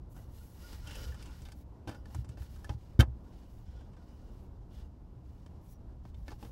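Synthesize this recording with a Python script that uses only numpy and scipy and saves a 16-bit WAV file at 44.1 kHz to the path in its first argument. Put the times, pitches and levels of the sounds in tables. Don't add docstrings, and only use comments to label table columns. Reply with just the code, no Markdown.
import sys
import numpy as np
from scipy import signal
from scipy.fft import rfft, irfft, next_fast_len
from scipy.io import wavfile

SR = 44100
rng = np.random.default_rng(int(sys.argv[2]) if len(sys.argv) > 2 else 0)


def digitize_waveform(pressure):
    field = np.atleast_2d(pressure).T
    bounded = np.clip(field, -1, 1)
    quanta = np.round(bounded * 32767).astype(np.int16)
    wavfile.write(sys.argv[1], SR, quanta)


N = 287091


def from_db(db):
    return 10 ** (np.asarray(db) / 20)


def rms_one(x):
    return x / np.sqrt(np.mean(x ** 2) + 1e-20)


def drift(rate_hz):
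    step = 40
    pole = np.exp(-2 * np.pi * rate_hz * step / SR)
    settle = 2000
    noise = rng.standard_normal(N // step + 2 + settle)
    slow = signal.lfilter([1], [1, -2 * pole, pole * pole], noise)[settle:]
    return np.interp(np.arange(N) / step, np.arange(len(slow)), rms_one(slow))


def coloured(x, spectrum):
    size = next_fast_len(N)
    pitch_hz, density_db = np.transpose(spectrum)
    bin_hz = np.arange(size // 2 + 1) * SR / size
    gain_db = np.interp(np.log(bin_hz + 1), np.log(pitch_hz), density_db, left=-90, right=-90)
    return rms_one(irfft(rfft(x, size) * from_db(gain_db), size)[:N])


def band(x, low_hz, high_hz):
    return signal.sosfilt(signal.butter(2, [low_hz, high_hz], "band", fs=SR, output="sos"), x)


def ring(drive, hz, t60_s):
    pole = from_db(-60 / (t60_s * SR))
    angle = 2 * np.pi * hz / SR
    return signal.lfilter([0, np.sin(angle)], [1, -2 * pole * np.cos(angle), pole * pole], drive + 1e-18)


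def width_to_t60(width_hz):
    return np.log(1000) / np.pi / width_hz


def grit(spread_db):
    unevenness = np.minimum(rng.exponential(1, N), 5)
    return rms_one(rng.standard_normal(N) * from_db(spread_db * unevenness))


def cabin():
    # start_s, level_db
    boom_levels = [(0.0, -47.5), (0.6, -48.5), (1.07, -43.5), (1.21, -47.5), (1.89, -50.5), (2.03, -46.5),
                   (3.23, -48), (3.48, -49.5), (3.79, -47), (4.02, -50.5), (4.71, -47), (4.95, -50.5),
                   (5.39, -47), (5.77, -48.5), (6.15, -45.5), (6.51, -49)]
    # pitch_hz, relative_density_db
    boom_spectrum = [(12, -60.5), (20, -10), (59, -0.5), (79, -2), (96, -10.5), (119, -7), (151, -20),
                     (182, -16.5), (200, -26), (260, -65.5), (440, -120)]
    # pitch_hz, relative_density_db
    hush_spectrum = [(76, -28), (130, 3.5), (141, -21), (165, 0.5), (303, -4), (370, -8), (443, -11.5),
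                     (952, -17), (1010, -17), (1100, -21.5), (2170, -38.5), (2820, -40), (10600, -50.5),
                     (12500, -46.5), (15900, -68.5)]
    start_s, level_db = np.transpose(boom_levels)
    boom_db = np.interp(np.arange(N) / SR, start_s, level_db)
    boom = from_db(boom_db) * coloured(rng.standard_normal(N), boom_spectrum)
    hush = from_db(-58 + 1.56 * drift(3.9)) * coloured(rng.standard_normal(N), hush_spectrum)
    whine = from_db(-101) * rms_one(ring(rng.standard_normal(N), hz=12000, t60_s=0.1))
    return boom + hush + whine


def squeaks():
    # start_s, length_s, pitch_hz, width_hz, level_db
    squeak_strokes = [(.63, .115, 4900, 120, -66), (.855, .2, 3000, 90, -61), (.865, .035, 5500, 200, -64),
                      (.87, .11, 2760, 100, -62), (.93, .19, 490, 50, -61), (1.25, .08, 1020, 60, -67),
                      (.95, .13, 4950, 120, -66), (.85, .08, 1470, 80, -64), (.97, .11, 1420, 50, -62),
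                      (.97, .09, 5500, 120, -68), (1.19, .03, 1430, 50, -68), (1.24, .06, 2750, 150, -68),
                      (1.26, .14, 1450, 80, -70), (3.3, .2, 2900, 200, -85), (3.66, .21, 3300, 400, -79),
                      (4.71, .12, 3400, 250, -77), (5.67, .1, 5755, 90, -83), (5.715, .055, 5755, 45, -81)]
    t, out = np.arange(N) / SR, np.zeros(N)
    for start_s, length_s, pitch_hz, width_hz, level_db in squeak_strokes:
        done = np.clip((t - start_s) / length_s, 0, 1)
        envelope = np.sin(np.pi * done) ** 0.12
        tone = rms_one(ring(grit(spread_db=5.0), pitch_hz, width_to_t60(width_hz)))
        out += from_db(level_db) * envelope * tone
    return out


def stroke_levels():
    # start_s, strongest_s, end_s, rub_db, cloth_db, tube_ring_db
    hand_strokes = [(0.085, 0.13, 0.14, -78, -69.5, -90), (0.124, 0.168, 0.31, -71.5, -70, -67),
                    (0.24, .40, 0.81, -70, -68.5, -72), (0.497, 0.705, 0.88, -61, -65.5, -61.5),
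                    (0.793, 0.906, 1.1, -57, -66.5, -56.5), (0.906, 1, 1.196, -56.5, -63, -55.5),
                    (1.087, 1.24, 1.47, -63, -73.5, -67), (1.286, 1.407, 1.61, -67, -74, -88),
                    (1.517, 1.607, 1.645, -73.5, -74, -84), (1.865, 1.885, 2.05, -70, -75, -59.5),
                    (2.022, 2.167, 2.26, -66, -72, -65), (2.27, 2.288, 2.46, -73, -85, -72),
                    (2.363, 2.413, 2.52, -65.5, -69.5, -70), (2.47, 2.52, 2.74, -68.5, -72.5, -72.5),
                    (2.588, 2.72, 2.78, -68, -78, -72), (2.734, 2.82, 3.06, -73, -83, -76),
                    (3.11, 3.417, 3.48, -73.5, -83, -79), (3.384, 3.542, 3.72, -76, -79, -80),
                    (3.605, 3.723, 3.98, -73, -88, -69), (3.847, 4.153, 4.5, -75, -85.5, -72.5),
                    (4.216, 4.42, 4.50, -77, -82, -86), (4.53, 4.60, 4.3, -91, -97, -90),
                    (4.68, 4.765, 4.9, -70, -78, -69), (4.865, 4.946, 4.85, -75, -84, -89),
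                    (5.21, 5.286, 5.7, -79, -87, -82), (5.36, 5.456, 5.52, -80, -88, -86),
                    (5.573, 5.706, 5.78, -77.5, -74.5, -88), (5.66, 5.74, 5.74, -79, -68.5, -90),
                    (6.01, 6.072, 6.14, -75.5, -83, -91), (6.101, 6.198, 8.9, -81, -83, -85),
                    (6.25, 6.29, 6.39, -67.5, -74, -73), (6.364, 6.44, 6.54, -67, -69.5, -73)]
    # rub_db, cloth_db, tube_ring_db
    rest_db = [-85.5, -101, -99]
    t = np.arange(N) / SR
    power = from_db(rest_db)[:, None] ** 2 * np.ones(N)
    for start_s, strongest_s, end_s, *levels_db in hand_strokes:
        progress = np.interp(t, [start_s, strongest_s, end_s], [0, 1, 0])
        envelope = np.sin(np.pi / 2 * progress) ** 1.6
        power += (from_db(levels_db)[:, None] * envelope) ** 2
    return np.sqrt(power)


def handling():
    # pitch_hz, width_hz, relative_level_db
    tube_resonances = [(503, 130, 9.5), (848, 33, 4.5), (1439, 25, 4.5), (1493, 55, -1), (1980, 120, -7),
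                       (2743, 170, -0.5), (3040, 90, -5), (3220, 29, -27), (4330, 53, -29), (4830, 120, -9),
                       (5810, 110, -11)]
    # pitch_hz, relative_density_db
    rub_spectrum = [(530, -34), (900, -1.5), (1130, -6.5), (2360, -5), (2750, -7.5), (4290, -6.5),
                    (5000, -6.5), (5400, -7.5), (9000, -17), (11700, -29), (19800, -120)]
    # pitch_hz, relative_density_db
    cloth_spectrum = [(3650, -32.5), (6200, -6.5), (8940, -8.5), (12200, -1), (13300, -4.5), (14200, -12.5),
                      (15200, -11), (15900, 4.5)]
    rub_level, cloth_level, tube_level = stroke_levels()
    slips = grit(spread_db=2.0) * from_db(1.54 * drift(25))
    tube_ring = np.zeros(N)
    for k, (pitch_hz, width_hz, level_db) in enumerate(tube_resonances):
        tone = rms_one(ring(slips, pitch_hz, width_to_t60(width_hz)))
        tube_ring += (-1) ** k * from_db(level_db + 4.6 * drift(12.0)) * tone
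    rub = rub_level * coloured(slips, rub_spectrum)
    rustle = cloth_level * coloured(grit(spread_db=2.5), cloth_spectrum) * from_db(0.75 * drift(30))
    return rub + tube_level * rms_one(tube_ring) + rustle


def thumps():
    # start_s, level_db, second_mode_db, upper_modes_db, damping_factor
    pushes = [(1.017, -31.5, -12, -3, 1.6), (1.061, -34.5, -13, -5, 0.52), (1.417, -38, 4, 0, 2),
              (1.872, -36, -5, 10, 1.5), (1.883, -33.5, -1.5, -20, 2), (1.892, -37.5, -10, 12.5, 1),
              (2.056, -60, 4, 9, 1.5), (2.147, -44, 6, -9, 1), (2.159, -35.5, 1, -1, 0.64),
              (2.184, -28.5, -2.5, -23, 0.82), (2.292, -39.5, 5.5, -13, 1.1), (2.405, -33, -8.5, -15, 0.71),
              (2.696, -32.5, 3.5, -9, 0.7), (2.745, -37.5, 6, -13, 1.46), (2.991, -9.5, 2, 6.5, 1.22),
              (3.074, -30, -3.5, -15, 0.59), (6.052, -46, 0, 5, 1), (6.279, -40, -14, -3, 0.93),
              (6.317, -46, -6, -5, 0.64), (6.425, -40.5, -10, 9, 0.78), (6.448, -38.5, -8, 5, 0.68)]
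    # pitch_hz, relative_level_db, t60_s at damping factor 1
    floor_modes = [(64.3, -0.5, 0.2), (118.3, 1, 0.11), (229.7, -13.5, 0.11), (315, -13.5, 0.079),
                   (446, -40, 0.12), (465.4, -22.5, 0.121)]
    out, size = np.zeros(N), SR // 2
    push_s = 0.0026
    push = np.sin(np.pi * np.minimum(np.arange(size) / SR / push_s, 1)) ** 2
    push = push / push.sum()
    for start_s, level_db, second_db, upper_db, damping in pushes:
        tilt_db = [0, second_db] + [upper_db] * (len(floor_modes) - 2)
        swings = [from_db(mode_db + tilt) * ring(push, pitch_hz, t60_s / damping)
                  for (pitch_hz, mode_db, t60_s), tilt in zip(floor_modes, tilt_db)]
        thud = from_db(level_db) * (swings[0] - sum(swings[1:]))
        at = round(start_s * SR)
        out[at:at + size] += thud[:N - at]
    return out


def ticks():
    # start_s, level_db, panel_db, bright_db, chatter_t60_s, touched_pitch_hz
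    contacts = [(0.1644, -62, 19.5, -2, .12, 1410), (0.7291, -50.5, 8, -2, .045, 4900),
                (0.8726, -46.5, 0.5, -3, 0.061, 3030), (0.9087, -44, -13, -9, 0.061, 2980),
                (0.9549, -46.5, -1, 0.5, 0.043, 2940), (1.1214, -54, -1, -6, 0.046, 1650),
                (1.1445, -49, -4, -6, .048, 1470), (1.225, -48, -20, -2.5, 0.053, 2760),
                (1.2587, -54.5, -10, 1, 0.08, 2830), (1.4192, -57.5, 8, 4, .058, 6970),
                (1.4528, -48.5, -9, -12, 0.082, 3420), (1.487, -49, -2, -8, 0.041, 2300),
                (1.5197, -47, -15, -6.5, 0.049, 4730), (1.8747, -43.5, 7, -14, 0.17, 950),
                (1.8825, -42, 0, -16, .046, 600), (1.8926, -41, 10, -12, 0.046, 874),
                (1.9113, -50, 11, -22, 0.12, 600), (1.947, -50.5, -10, -11, 0.054, 1400),
                (2.0568, -50, 7.5, -11, 0.031, 1690), (2.147, -46.5, 15.5, 0, 0.043, 1580),
                (2.246, -55, 10.5, -4.5, 0.068, 840), (2.2906, -52, -5, 0, 0.052, 5800),
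                (2.3732, -53, 11.5, -28, 0.079, 910), (2.4212, -52, -5, -15, 0.044, 1760),
                (2.561, -56.5, 1, -6, .045, 1420), (2.6447, -44.5, -8, -6.5, 0.046, 1570),
                (2.6937, -38, 12, -34, 0.054, 825), (2.9928, -31, -22, -17, 0.054, 1500),
                (2.9988, -22.5, -3, -13.5, 0.061, 1340), (3.0067, -20.5, -3, -13, 0.039, 3400),
                (3.0121, -32, 7, -28, 0.041, 1400), (3.025, -45.5, 24, -32, 0.064, 1620),
                (3.8107, -63, 12, -13, 0.046, 1490), (3.933, -66.5, 16.5, -5, 0.11, 2380),
                (3.967, -61.5, 13, -15, 0.095, 1450), (5.463, -55.5, 11.5, -6, .034, 2260),
                (6.053, -55.5, 14, -20, 0.041, 810), (6.144, -59.5, -8, -7, 0.051, 3610),
                (6.2815, -43, 9, -20, 0.045, 2000), (6.3055, -54.5, 13, -11, 0.059, 4960),
                (6.3172, -48, 13, -17, 0.064, 800), (6.4278, -45.5, 7.5, -24, 0.044, 805),
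                (6.4488, -54.5, 15, -14, 0.091, 800)]
    # pitch_hz, relative_level_db, t60_s before the holding hand shortens it
    frame_modes = [(596, -12, 0.11), (824, -11, 0.16), (967, -14.5, 0.11), (1186, -21, 0.12),
                   (1284, -16, 0.13), (1413, -16.5, 0.094), (1550, -9.5, 0.097), (1740, -8, 0.09),
                   (1860, -26, 0.039), (2200, -15.5, 0.098), (2390, -11, 0.033), (2639, -13, 0.056),
                   (2750, -19, 0.07), (3107, -10.5, 0.049), (3550, -14.5, 0.024), (3570, -17, 0.014),
                   (4300, -23.5, 0.058), (4430, -31, 0.057), (4590, -15, 0.066), (4870, -8.5, 0.012),
                   (5036, -21.5, 0.046), (5690, -16, 0.024), (6300, -25.5, 0.043), (8060, -17.5, 0.017)]
    near_boost_db, near_octaves = 10.5, 0.3
    held_t60_s = 0.065
    out, size = np.zeros(N), SR // 5
    age_s = np.arange(size) / SR
    mode_hz, mode_db, mode_t60_s = np.transpose(frame_modes)
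    for start_s, level_db, panel_db, bright_db, chatter_t60_s, near_hz in contacts:
        chatter = rng.standard_normal((3, size)) * from_db(-60 * age_s / chatter_t60_s)
        chatter[:, 0] += 6.0
        blow = 0.095 * chatter[0]

        octaves_away = np.log2(mode_hz / near_hz)
        boost_db = near_boost_db * np.exp(-(octaves_away / near_octaves) ** 2)
        struck_db = mode_db + rng.normal(0, 2.5, len(frame_modes)) + boost_db
        held_share = chatter_t60_s / (chatter_t60_s + held_t60_s)
        modes = sum(from_db(db) * ring(blow, hz, t60_s * held_share)
                    for hz, db, t60_s in zip(mode_hz, struck_db, mode_t60_s))
        frame = from_db(-7) * band(chatter[0], 1500, 4000) + from_db(-6.0) * modes

        board = from_db(-12) * ring(blow, hz=306.4, t60_s=0.07)
        panel = from_db(panel_db) * (band(chatter[1], 250, 1100) + board)

        bright_top_hz = np.clip(10500 + 196 * (level_db + 46.5), 8000, 13000)
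        bright = from_db(bright_db) * band(chatter[2], 5000, bright_top_hz)

        at = round(start_s * SR)
        out[at:at + size] += (from_db(level_db) * (frame + panel + bright))[:N - at]
    return out


def scene():
    return (cabin() + squeaks() + handling() + thumps() + ticks())[None]


def record(dry):
    cutoff_hz = 15750
    low_pass = signal.ellip(12, 0.5, 70, cutoff_hz, fs=SR, output="sos")
    return signal.sosfilt(low_pass, dry)


dry = scene()
out = record(dry)
digitize_waveform(out)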